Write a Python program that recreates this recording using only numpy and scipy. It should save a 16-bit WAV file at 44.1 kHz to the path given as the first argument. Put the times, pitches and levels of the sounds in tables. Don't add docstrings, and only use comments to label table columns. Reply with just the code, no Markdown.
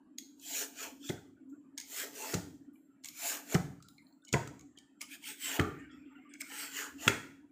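import sys
import numpy as np
from scipy import signal
from scipy.fft import rfft, irfft, next_fast_len
from scipy.io import wavfile
from scipy.ndimage import uniform_filter1d

SR = 44100
rng = np.random.default_rng(int(sys.argv[2]) if len(sys.argv) > 2 else 0)


def inscribe(sig):
    pcm = np.round(np.clip(np.atleast_2d(sig).T, -1, 1) * 32767)
    wavfile.write(sys.argv[1], SR, pcm.astype(np.int16))


def invert_db(x):
    u = np.asarray(x, float) / 20
    return 10 ** u


N = 331191

# frequency in Hz, level in dB per Hz.
FAN_AIR = [(15, -58.5), (25, -12.5), (92, -21), (187, -12), (286, -1), (456, -41.5), (618, -27),
           (1010, -35.5), (1420, -30), (2010, -41), (3200, -44.5), (4160, -74), (7040, -120)]
# frequency in Hz, level in dB per Hz.
HIGH_AIR = [(3000, -47.5), (5500, -55), (7000, -51), (8200, -50.5), (11000, -53), (14500, -60)]
# time in seconds, hum level in dB.
HUM_LEVEL = [(0.0, -66.5), (1.0, -60.5), (1.29, -65.5), (1.55, -58.5), (1.9, -72), (2.4, -55), (3.05, -73),
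             (3.64, -56.5), (3.83, -76), (4.06, -70), (4.35, -74.5), (4.48, -55.5), (4.83, -71.5),
             (5.31, -64), (5.58, -58.5), (6.63, -64), (7.19, -58), (7.51, -65)]
# start in seconds, level in dB, pitch in Hz.
FLICKERS = [(0.06, -73, 1134), (0.377, -75, 935), (0.793, -48.5, 1316), (1.365, -68.5, 1460),
            (1.523, -65, 1440), (1.639, -71.5, 1200), (1.54, -75, 1150), (1.771, -54, 1674),
            (1.772, -62, 932), (2.682, -73, 1420), (3.842, -62, 1390), (3.89, -66, 1390),
            (4.021, -72.5, 930), (4.104, -75, 940), (4.225, -66, 1480), (4.594, -67, 1127),
            (4.62, -66.5, 753), (5.01, -54.5, 1214), (5.221, -65, 900), (5.281, -54.5, 870),
            (5.89, -62, 1410), (6.11, -65.5, 897), (6.15, -56.5, 1386), (6.18, -64, 745), (6.25, -58, 1194),
            (6.457, -60, 1420), (7.426, -70, 950)]
# frequency in Hz, time to fall by 60 dB in seconds.
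KITCHEN_DECAY = [(100, 0.61), (500, 0.49), (2000, 0.47), (7000, 0.45), (14000, 0.5)]
# frequency in Hz, level in dB.
LEARNT_NOISE = [(100, -88.5), (400, -77), (1000, -78.5), (2000, -80), (3200, -100), (7000, -100),
                (15000, -105)]
# frequency in Hz, side minus middle in dB.
SIDE_COLOUR = [(4000, -63), (5000, -17.5), (7000, -50), (9000, -10.5), (13000, -11), (15000, -23.5)]
# frequency in Hz, level in dB.
PORT_COLOUR = [(700, -42), (1500, -20), (3000, -7.5), (4000, -5), (5300, -4), (6900, 0), (8500, -6),
               (11000, -18.5), (15000, -15)]

# start in seconds, peak level in dB.
SETTLING = [
    (0.818, -71),
    (1.249, -77),
    (1.718, -77.5),
    (3.779, -77),
    (4.551, -73.5),
    (5.779, -63),
    (6.878, -64),
    (7.349, -77.5),
]
# frequency in Hz, level in dB, time to fall by 60 dB in seconds.
WORKTOP_THUD = [(94, 6, 0.13), (147, 12, 0.048), (167, -2, 0.096)]
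# frequency in Hz, width in Hz, level in dB.
WORKTOP_PANEL = [(301.7, 86, 2), (371, 86, 3.5), (484, 59, -4.5), (610, 91, -8), (802, 150, -5.5)]
# frequency in Hz, width in Hz, level in dB.
HANDLE = [(1230, 180, -5.5), (1450, 110, 5.5), (1916, 180, 2.5)]
# frequency in Hz, width in Hz, level in dB.
YOKE = [(2165, 180, 4), (2720, 190, 4.5), (3360, 110, 3.5)]
# start in seconds, clack level in dB,
# snap minus clack in dB, upper clack minus clack in dB, pitch ratio.
CLACKS = [(1.0887, -41, 8, -5, 0.89), (1.0941, -42.5, 11.5, 2, 0.91), (1.101, -33, -23, -11, 1.06),
          (2.34, -28.5, 7.5, -1, 0.96), (3.5432, -29.5, 7, -9, 1.06), (3.549, -22.5, -14.5, -1, 0.89),
          (4.3365, -24, -1, 4, 0.99), (4.342, -20.5, -16, -10, 1.04), (5.5926, -26.5, -23.5, -21, 1),
          (5.5953, -19.5, -9, 4, 0.93), (7.0755, -22.5, -11, -8.5, 0.65), (7.0776, -12, -2.5, 4, 0.99),
          (7.091, -31, -13, -8.5, 1.3)]
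# start in seconds, thud level in dB, panel level in dB,
# thud pitch ratio, panel pitch ratio.
THUMPS = [(1.095, -41.5, -25.5, 0.83, 0.97), (1.103, -39.5, -38, 1.13, 0.77),
          (2.3344, -48, -23.5, 1.7, 1.01), (2.343, -42, -36, 1.2, 1.06), (2.349, -33, -32.5, 1.03, 1.18),
          (3.5412, -46, -18.5, 1.5, 0.96), (3.5504, -23.5, -35, 1.03, 1.16),
          (3.556, -33.5, -30.5, 0.82, 1.05), (4.326, -38.5, -34, 0.55, 1.07), (4.338, -30, -18, 1.4, 1.24),
          (4.343, -31.5, -34, 0.89, 1.02), (4.352, -30, -29, 0.9, 1.15), (4.771, -79, -48.5, 0.9, 0.95),
          (5.590, -44, -17.5, 0.64, 0.94), (5.6012, -28.5, -25, 0.92, 0.97), (6.16, -76, -54, 0.94, 0.89),
          (7.0684, -39, -32.5, 1.18, 1.16), (7.0764, -29.5, -22, 1.1, 1.19),
          (7.094, -44.5, -27.5, 0.73, 0.82)]
# start in seconds, level
# in dB, frequency in Hz, width in Hz, time to fall by 60 dB in seconds.
SHUDDERS = [(1.099, -41.5, 329, 350, 0.24), (2.346, -52, 400, 450, 0.27), (3.55, -44, 800, 500, 0.26),
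            (4.325, -60, 950, 500, .1), (5.601, -42.5, 328, 260, 0.52), (5.599, -42, 1250, 300, 0.33),
            (7.082, -41.5, 1880, 1500, 0.22), (7.089, -48, 348, 395, .35), (3.04, -68.5, 1200, 1000, 0.22),
            (5.011, -63.5, 1000, 900, 0.22), (6.408, -68, 920, 700, 0.19)]

# start in seconds, level in dB, frequency in Hz,
# width in Hz, time to fall by 60 dB in seconds.
WISPS = [(1.49, -81.5, 7300, 1500, 0.58), (1.489, -86, 13700, 2970, 0.37), (2.73, -86, 9760, 1500, 0.59),
         (2.73, -78.5, 13600, 3000, 0.63), (2.74, -89, 7450, 1190, 0.67), (3.825, -73.5, 7300, 1186, 1),
         (3.885, -78, 9500, 1400, .6), (3.886, -82, 12500, 1300, 0.55), (3.886, -86, 15200, 900, .9),
         (4.02, -82, 9600, 1600, .05), (4.043, -80, 9500, 1600, .05), (4.067, -90, 9500, 1300, 0.21),
         (4.067, -91, 6800, 300, .6), (4.067, -80, 15220, 1205, 0.56), (4.124, -83.5, 7470, 1016, 0.38),
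         (4.218, -89, 10000, 400, .04), (3.828, -75, 4560, 1600, 0.71), (4.34, -37, 722, 452, 0.22),
         (4.75, -78, 1810, 297, 0.76), (4.951, -81.5, 1420, 302, 0.93), (6.5, -62, 870, 200, 0.7),
         (6.52, -65, 407, 198, 1), (0.45, -68.5, 730, 150.6, 0.13), (4.236, -75, 7700, 1300, 0.43),
         (4.272, -77.5, 6900, 500, 0.22), (4.269, -65, 2990, 500, 0.15), (4.6, -76, 7000, 1800, 0.54),
         (5.785, -73.5, 7600, 1800, 0.21), (5.785, -87, 9600, 700, 0.45), (5.912, -75.5, 7300, 1400, 0.34),
         (5.91, -78, 5120, 900, 0.39), (5.94, -88.5, 13400, 1200, 0.6), (6.05, -76.5, 2950, 890, 1),
         (6.12, -91, 14300, 900, 0.84), (6.291, -70.5, 8270, 1500, 0.38), (6.3, -88, 5030, 500, .3),
         (6.299, -76.5, 3320, 500, 0.61)]
# time in seconds, rub level in dB.
RUSTLE = [
    (5.74, -58),
    (5.818, -56),
    (5.888, -63),
    (5.915, -62.5),
    (6.034, -62.5),
    (6.178, -63.5),
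    (6.22, -64),
    (6.338, -62),
    (6.36, -53),
]

# time in seconds, peak level in dB, ring pitch in Hz,
# ring minus peak in dB, low ring minus peak in dB.
LANDINGS = [(0.1805, -55, 6830, -4.5, -16), (0.184, -22.5, 3520, -17, -39),
            (0.1842, -61, 1870, 13.5, -11.5), (0.1843, -46, 6670, 1, -6), (0.184, -46.5, 14500, 2, -8.5),
            (0.396, -48, 6940, -2.5, -32), (1.7775, -27, 6570, -17, -16), (1.7825, -26, 6740, -19, -17),
            (1.8003, -27, 5140, -15, -26), (1.812, -34, 6970, -12, -12), (3.0372, -41, 4130, -7, -16),
            (3.045, -28, 6800, -20, -16.5), (3.0568, -30, 7200, -15, -15), (3.0859, -31, 6800, -17, -17.5),
            (3.0859, -45, 12530, 2, -5.5), (5.0085, -34.5, 8800, -14, -2), (5.0142, -26, 4980, -13, -6.5),
            (5.014, -36.5, 9920, -1, -4.5), (5.0143, -45.5, 14600, 2, -2), (5.023, -52, 7360, 11, -17),
            (5.033, -65, 3010, 5.5, 2), (5.042, -54, 3100, 10, -12), (5.239, -43, 6170, -6, 3),
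            (6.3375, -38.5, 7840, -7, -6), (6.4058, -37, 8630, -3, 4.5), (6.4153, -28.5, 7900, -11, -6)]
# time in seconds, peak level in dB, ring pitch in Hz,
# ring minus peak in dB, low ring minus peak in dB.
FLICKS = [(2.7362, -75, 7200, -7, -16), (2.7564, -74.5, 2930, 10, 16), (2.801, -75, 7900, -13, -15),
          (3.9804, -57.5, 4150, 5.5, 4.5), (4.0672, -68, 4140, 14, -9), (4.124, -63.5, 4300, 3, -14),
          (4.282, -43, 6860, -11, -13.5), (4.288, -41, 6960, -9, -11), (4.5934, -44, 6400, -9.5, -18.5),
          (4.6095, -46, 6370, -13.5, -25), (4.7742, -44.5, 3160, 0.5, -18), (4.786, -41, 3070, -20, -19)]
# time in seconds, peak level in dB, ring pitch in Hz,
# ring minus peak in dB, low ring minus peak in dB.
TAPS = [(1.4985, -63.5, 7500, -6, -1.5), (3.5226, -47.5, 6740, 17.5, 10.5), (3.522, -51, 3520, 7, 4),
        (3.8014, -64.5, 4700, -2, 14.5), (3.825, -43.5, 7320, -17, -13), (3.8849, -42.5, 3850, -8, -9),
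        (3.885, -66, 10000, 4, -9.5), (3.885, -54.5, 15100, -0.5, -4), (4.2203, -78, 3650, 14.5, -7),
        (4.2494, -44, 6740, -5.5, -15), (4.3275, -18, 6700, -5.5, -23), (4.329, -49.5, 12500, -5, -2.5),
        (4.329, -42.5, 14400, 0, -5.5), (4.474, -35, 7360, -9, -8), (5.587, -41, 3400, 1, 2),
        (5.6125, -34, 3900, -10, 1.5)]
# start in seconds, level in dB, pitch in Hz, length in seconds.
CHATTER = [(0.2094, -64, 4300, 0.12), (0.43, -51.5, 3240, 0.074), (0.5494, -41, 2550, 0.061),
           (0.9994, -60, 3250, 0.25), (1.028, -51.5, 3370, 0.033), (1.046, -48, 3400, 0.023),
           (1.062, -47, 3450, 0.022), (1.075, -46, 3500, 0.02), (1.091, -34, 3520, 0.011),
           (1.178, -50, 1450, .016), (1.05, -55, 6800, 0.081), (1.038, -55, 1390, 0.028),
           (1.813, -60, 2180, 0.12), (2.752, -69, 2390, 0.057), (3.107, -57, 2320, 0.54),
           (3.978, -58.5, 2104, 0.084), (4.07, -75, 4250, 0.08), (4.268, -61, 2200, 0.14),
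           (4.59, -66, 2250, 0.087), (3.99, -75, 4200, 0.076), (4.763, -68, 3160, 0.059),
           (5.106, -47, 2450, 0.093), (5.2515, -58, 3260, 0.11), (5.792, -53.5, 1839, 0.093),
           (5.8915, -63, 1860, 0.073), (5.895, -62, 3360, 0.12), (6.152, -62, 2830, 0.089),
           (6.494, -51, 1824, 0.089), (6.982, -49, 2780, 0.17), (7.392, -71.5, 1700, 0.085)]

# frequency in Hz, width in Hz, level in dB.
FLESH = [(412, 31, 6), (683, 30, 0), (866, 20, 1)]
# frequency in Hz, width in Hz, level in dB.
FRAME = [(1450, 350, -2), (2000, 450, -1), (2500, 450, 0), (3250, 600, -2)]
# frequency in Hz, level in dB per Hz.
HISS_COLOUR = [(2060, -50.5), (3500, -15.5), (4170, -2.5), (4500, -1), (6830, -1.5), (7840, -5),
               (9040, -14.5), (9500, -21.5), (12400, -49), (20900, -120)]
# frequency in Hz, level in dB per Hz.
FIZZ_COLOUR = [(5000, -29.5), (8500, -5.5), (9070, -8.5), (10100, -6.5), (11100, -8), (12000, -5),
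               (14900, 1), (15800, -13.5)]
# time in seconds, ring pitch in Hz.
BLADE_RING = [(0.45, 7120), (0.62, 6660), (0.85, 7020), (2.0, 7050), (2.2, 6710), (3.3, 7030), (4.9, 7290),
              (5.13, 8600), (5.3, 8400), (5.43, 8060), (5.52, 6980), (6.4, 8130), (6.62, 8280),
              (6.76, 6930), (7.1, 7030)]
# fastest moment in seconds, speeding up in seconds,
# slowing down in seconds, hiss level in dB, flesh minus hiss in dB.
PUSHES = [(0.47, 0.12, 0.23, -51, -19), (0.6, 0.23, 0.13, -39, -7.5), (0.826, 0.15, 0.16, -46.5, -2.5),
          (1.08, 0.14, 0.16, -52.5, -23), (1.8, 0.022, 0.059, -64, 1), (1.998, 0.22, 0.16, -41, -9),
          (2.2, 0.15, 0.38, -46.5, -2.5), (2.332, 0.13, 0.068, -50, 0.5), (3.066, 0.053, 0.1, -56.5, -22),
          (3.287, 0.22, 0.2, -38, -8), (3.536, 0.13, 0.076, -46.5, 6), (5.026, 0.042, 0.027, -57, -22),
          (5.136, 0.094, 0.072, -53.5, -10.5), (5.284, 0.11, 0.13, -48, -14.5),
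          (5.45, 0.11, 0.22, -45.5, -21), (5.565, 0.22, 0.042, -47, 4.5), (6.413, 0.024, 0.013, -46, -11.5),
          (6.61, 0.28, 0.21, -45, -17.5), (6.782, 0.13, 0.21, -44.5, -8.5), (7.05, 0.12, 0.18, -47.5, 7)]
# start in seconds, lower frame minus hiss in dB, upper frame minus hiss in dB,
# fizz minus hiss in dB.
GRIPS = [
    (0.3, -15.5, -6, -1),
    (0.72, -13, 0.5, -3),
    (0.97, -12, -5.5, -4),
    (1.7, -10, -4.5, 0.5),
    (3, -9.5, -4, 1.5),
    (4.9, -19, 5.5, 1),
    (5.38, -6, 4, 2),
    (6.3, -3, -3.5, -1),
    (6.72, -0.5, -1.5, -2),
]


def unit(x):
    return x / np.sqrt(np.mean(x ** 2) + 1e-20)


def along(points, hz):
    f, v = np.transpose(points)
    return np.interp(np.log(hz + 1), np.log(f + 1), v)


def curves(rows, outside=None):
    s, *cols = np.transpose(rows)
    return [np.interp(np.arange(N) / SR, s, c, outside, outside) for c in cols]


def filtered(x, response):
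    m = next_fast_len(N + SR // 2)
    return irfft(rfft(x, m) * response(np.fft.rfftfreq(m, 1 / SR)), m)[..., :N]


def band(f, lo_hz, hi_hz):
    return 1 / (1 + (lo_hz / (f + 1)) ** 6) / (1 + (f / hi_hz) ** 6)


def resonances(peaks):
    def response(f):
        total = 0
        for k, (centre, width, db) in enumerate(peaks):
            damping = 1j * f * width
            total = total + (-1) ** k * invert_db(db) * damping / (centre * centre - f * f + damping)
        return total
    return response


def patchy(x, depth_db, bins, frames, shape=lambda hz, s: 1):
    hz, s, z = signal.stft(x, SR, nperseg=512)
    field = uniform_filter1d(rng.standard_normal(z.shape), size=bins, axis=0)
    field = uniform_filter1d(field, size=frames, axis=1)
    z = z * invert_db(depth_db * unit(field)) * shape(hz[:, None], s)
    return signal.istft(z, SR, nperseg=512)[1][:N]


def burst(t, attack, t60):
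    return rng.standard_normal(len(t)) * (1 - np.exp(-t / attack)) ** 2 * invert_db(-60 * t / t60)


def sounded(force, body):
    gain = body(np.fft.rfftfreq(len(force), 1 / SR))
    near = irfft(rfft(force) * gain, len(force))
    spread = irfft(gain, len(force))
    spread = np.roll(spread, 100) * np.linalg.norm(near) / np.linalg.norm(spread)
    fade = np.clip(np.linspace(4, 0, len(force)), 0, 1)
    return fade * np.array([near, spread]) / np.abs(near).max()


def swells(rows, spread):
    out, t = np.zeros(N + SR), np.arange(SR // 4) / SR
    for s, db, hz, length in rows:
        wander = unit(uniform_filter1d(rng.standard_normal(len(t)), size=150))
        cycles = np.cumsum(hz * (1 + spread * wander)) / SR
        swell = np.sin(np.pi * np.clip(t / length, 0, 1) ** 0.4) ** 2
        out[round(s * SR):][:len(t)] += invert_db(db) * swell * np.sin(2 * np.pi * cycles)
    return out[:N]


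def narrow_noise(peaks):
    return unit(filtered(rng.standard_normal(N), lambda f: resonances(peaks)(f) ** 2))


def fan():
    hum = patchy(narrow_noise([(281, 46, 0)]), depth_db=2, bins=4, frames=6)
    whistle = patchy(narrow_noise([(7450, 35, 0), (7870, 40, -9)]), depth_db=4, bins=3, frames=30)
    low = patchy(rng.standard_normal(N), depth_db=5.5, bins=2, frames=12)
    streaks = patchy(rng.standard_normal(N), depth_db=5, bins=1, frames=50)
    air = filtered(low, lambda f: invert_db(along(FAN_AIR, f)) * (f < 3200))
    air += filtered(streaks, lambda f: invert_db(along(HIGH_AIR, f)) * (f >= 3200))
    open_db, = curves(HUM_LEVEL)
    whistle *= invert_db(-86.5 + 0.4 * (open_db - open_db.mean()))
    flickers = swells([(*row, 0.074) for row in FLICKERS], spread=0.034)
    return invert_db(open_db + 7.5) * hum + whistle + invert_db(-62.5) * unit(air) + flickers


def kitchen(x):
    out, step = np.zeros(N + 2 * SR), SR // 4
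    for at in range(0, N, step):
        hz, t, z = signal.stft(rng.standard_normal(SR // 2 + SR // 4), SR, nperseg=256)
        decay = invert_db(-60 * t / along(KITCHEN_DECAY, hz)[:, None])
        tail = signal.istft(z * decay, SR, nperseg=256)[1]
        wet = signal.fftconvolve(x[at:at + step], tail / np.linalg.norm(tail))
        out[at + 150:][:len(wet)] += wet
    return out[:N]


def suppressed(x, least_db, memory):
    hz, _, z = signal.stft(x, SR, nperseg=1024, noverlap=768)
    power = uniform_filter1d(np.abs(z) ** 2, size=5, axis=0)
    power = signal.lfilter([1 - memory], [1, -memory], power, axis=1)
    power = np.abs(np.roll(power, -1, axis=1))
    noise = invert_db(2 * along(LEARNT_NOISE, hz))[:, None]
    gain = np.maximum(power / (power + noise), invert_db(least_db))
    return signal.istft(z * gain, nperseg=1024, noverlap=768)[1][:N]


def wisps(rows):
    out, t = np.zeros(N + SR), np.arange(SR // 4) / SR
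    for s, db, hz, width, t60 in rows:
        def streaky_band(f):
            streaks = unit(uniform_filter1d(rng.standard_normal(len(f)), size=30))
            return invert_db(6.6 * streaks) / (1 + (2 * (f - hz) / width) ** 4)
        out[round(s * SR):][:len(t)] += invert_db(db + 12) * sounded(burst(t, 0.0016, t60), streaky_band)[0]
    return out[:N]


def rustle():
    rub_db, = curves(RUSTLE)
    slip = patchy(rng.standard_normal(N), depth_db=5.5, bins=2, frames=16)
    rub = unit(filtered(slip, lambda f: band(f, lo_hz=1020, hi_hz=3000) ** 3))
    upper = unit(filtered(slip, lambda f: band(f, lo_hz=3160, hi_hz=6630) ** 3))
    running, = curves([(RUSTLE[0][0], 1), (RUSTLE[-1][0], 1)], 0)
    running = uniform_filter1d(running, size=400)
    return running * invert_db(rub_db) * (rub + invert_db(-26.0) * upper)


def ring(modes, t, attack):
    strengths = rng.normal(0, 1.5, len(modes))
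    notes = 0
    for (hz, db, t60), change_db in zip(modes, strengths):
        notes = notes + invert_db(db + change_db - 60 * t / t60) * np.sin(2 * np.pi * hz * t)
    return (1 - np.exp(-t / attack)) ** 2 * notes


def tuned(peaks, ratio):
    return resonances([(hz * ratio, width, db) for hz, width, db in peaks])


def knocks():
    out, t = np.zeros((2, N + SR)), np.arange(SR // 2) / SR
    for s, db, snap_db, click_db, ratio in CLACKS:
        blow = sounded(burst(t, 0.0005, 0.017), tuned(HANDLE, ratio))
        click_gain = invert_db(click_db + np.array([[0], [-5]]))
        blow += click_gain * sounded(burst(t, 0.00036, 0.0099), tuned(YOKE, ratio))
        blow += invert_db(snap_db) * sounded(burst(t, 0.00059, 0.037), lambda f: invert_db(along(PORT_COLOUR, f)))
        out[:, round(s * SR):][:, :len(t)] += invert_db(db) * blow
    for s, thud_db, panel_db, ratio, panel_ratio in THUMPS:
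        force = 0.32 * burst(t, 0.0029, 0.12) - np.exp(-(t / 0.00046 - 2) ** 2)
        blow = invert_db(panel_db) * sounded(force, tuned(WORKTOP_PANEL, panel_ratio))
        thud = invert_db(thud_db) * ring(WORKTOP_THUD, t * ratio, 0.00062)
        out[:, round(s * SR):][:, :len(t)] += blow + thud
    for s, db in SETTLING:
        rock = ring([(67.0, -1.7, 1.0), (81.4, -0.32, 0.65)], t, 0.011)
        out[:, round(s * SR):][:, :len(t)] += invert_db(db + 11.0) * rock
    return out[:, :N]


def ticks():
    out, t = np.zeros(N + SR), np.arange(SR // 10) / SR
    lead = 0.006

    def touch(width):
        crush = np.exp(-((t - lead - 0.0015) / width) ** 2)
        trail = 0.16 * np.clip((t - lead) / 0.005, 0, 1) * invert_db(-60 * t / 0.14)
        return rng.standard_normal(len(t)) * (crush + trail)

    def rung(width, hz, width_hz):
        return sounded(touch(width), lambda f: resonances([(hz, width_hz, 0)])(f) ** 2)[0]

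    for rows, low_hz in [(LANDINGS, 2195), (FLICKS, 2300), (TAPS, 1320)]:
        for s, db, hz, ring_db, low_db in rows:
            grip_db = 2.2 * unit(uniform_filter1d(rng.standard_normal(len(t) // 2 + 1), size=40))
            crunch = sounded(touch(0.0017), lambda f: invert_db(along(PORT_COLOUR, f) + grip_db))[0]
            crunch += invert_db(ring_db) * rung(0.0018, hz, 320)
            crunch += invert_db(low_db) * rung(0.0013, low_hz, 230)
            out[round((s - lead) * SR):][:len(t)] += invert_db(db - 1.0) * crunch
    return out[:N]


def push(t, rise, fall):
    return -52 * np.abs(t / np.where(t < 0, rise, fall)) ** 1.73


def effort():
    t, hiss, flesh = np.arange(N) / SR, np.zeros(N), np.zeros(N)
    bite_s, bite_grows = 0.029, 0.76
    for s, rise, fall, db, flesh_db in PUSHES:
        near = slice(round((s - 0.4) * SR), round((s + 0.4) * SR))
        hiss[near] += invert_db(db + push(t[near] - s, rise, fall))
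        flesh[near] += invert_db(db + flesh_db + bite_grows * push(t[near] - s - bite_s, rise, fall))
    since, lower_db, upper_db, fizz_db = np.transpose(GRIPS)
    grip = np.maximum(np.searchsorted(since, t) - 1, 0)
    late = np.roll(hiss, round(0.014 * SR))
    return hiss, flesh, late * invert_db(lower_db[grip]), hiss * invert_db(upper_db[grip]), hiss * invert_db(fizz_db[grip])


def blade_shape(hz, s):
    width_hz, boost_db = 480, 4.5
    centre = np.interp(s, *np.transpose(BLADE_RING))
    return 1 + invert_db(boost_db) / (1 + ((hz - centre) / width_hz) ** 2)


def shaving():
    unevenness = unit(uniform_filter1d(rng.standard_normal(N), size=24))
    tearing = rng.standard_normal(N) * invert_db(2.2 * unevenness)
    edge = patchy(tearing, depth_db=3.1, bins=4, frames=16, shape=blade_shape)
    hiss = filtered(edge, lambda f: invert_db(along(HISS_COLOUR, f)))
    fizz = filtered(edge, lambda f: invert_db(along(FIZZ_COLOUR, f)))
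    pulp = patchy(tearing, depth_db=3.9, bins=3, frames=14)
    flesh = filtered(pulp, lambda f: band(f, lo_hz=397, hi_hz=1370) * (0.17 + np.abs(resonances(FLESH)(f))))
    frame = filtered(pulp, lambda f: band(f, lo_hz=950, hi_hz=4140) ** 2 * (0.5 + np.abs(resonances(FRAME)(f))))
    lower = filtered(frame, lambda f: 1 / (1 + (f / 1695) ** 6))
    layers = [hiss, flesh, lower, frame - lower, fizz]
    return sum(gain * unit(layer) for gain, layer in zip(effort(), layers))


def scene():
    scrape = shaving() + rustle() + swells(CHATTER, spread=0.04)
    touches = ticks()
    blows, room_blows = knocks()
    echo = kitchen(invert_db(-11.0) * scrape + invert_db(-8.0) * touches + invert_db(-7) * room_blows)
    near = scrape + touches + blows + echo
    mid = suppressed(near, least_db=-37.0, memory=0.88) + fan() + wisps(WISPS + SHUDDERS)
    first_strip = np.arange(N) < 1.3 * SR
    last_knock = np.arange(N) > 7 * SR
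    wide = patchy(mid * first_strip, depth_db=9.5, bins=20, frames=5)
    wide += invert_db(-2.0) * touches + invert_db(-11.0) * blows * last_knock
    side = filtered(np.roll(wide, 40), lambda f: invert_db(along(SIDE_COLOUR, f)))
    return np.array([mid + side, mid - side])


def band_limit(x):
    return signal.sosfilt(signal.butter(12, 16610, fs=SR, output="sos"), x)


def record(dry):
    def trim(f):
        bass_cut = (1j * f / (66 + 1j * f)) ** 3
        return bass_cut * invert_db(along([(15450, -2.5), (15750, -46.5), (16600, -56.0)], f))
    mix = filtered(dry, trim)
    return band_limit(mix)


dry = scene()
out = record(dry)
inscribe(out)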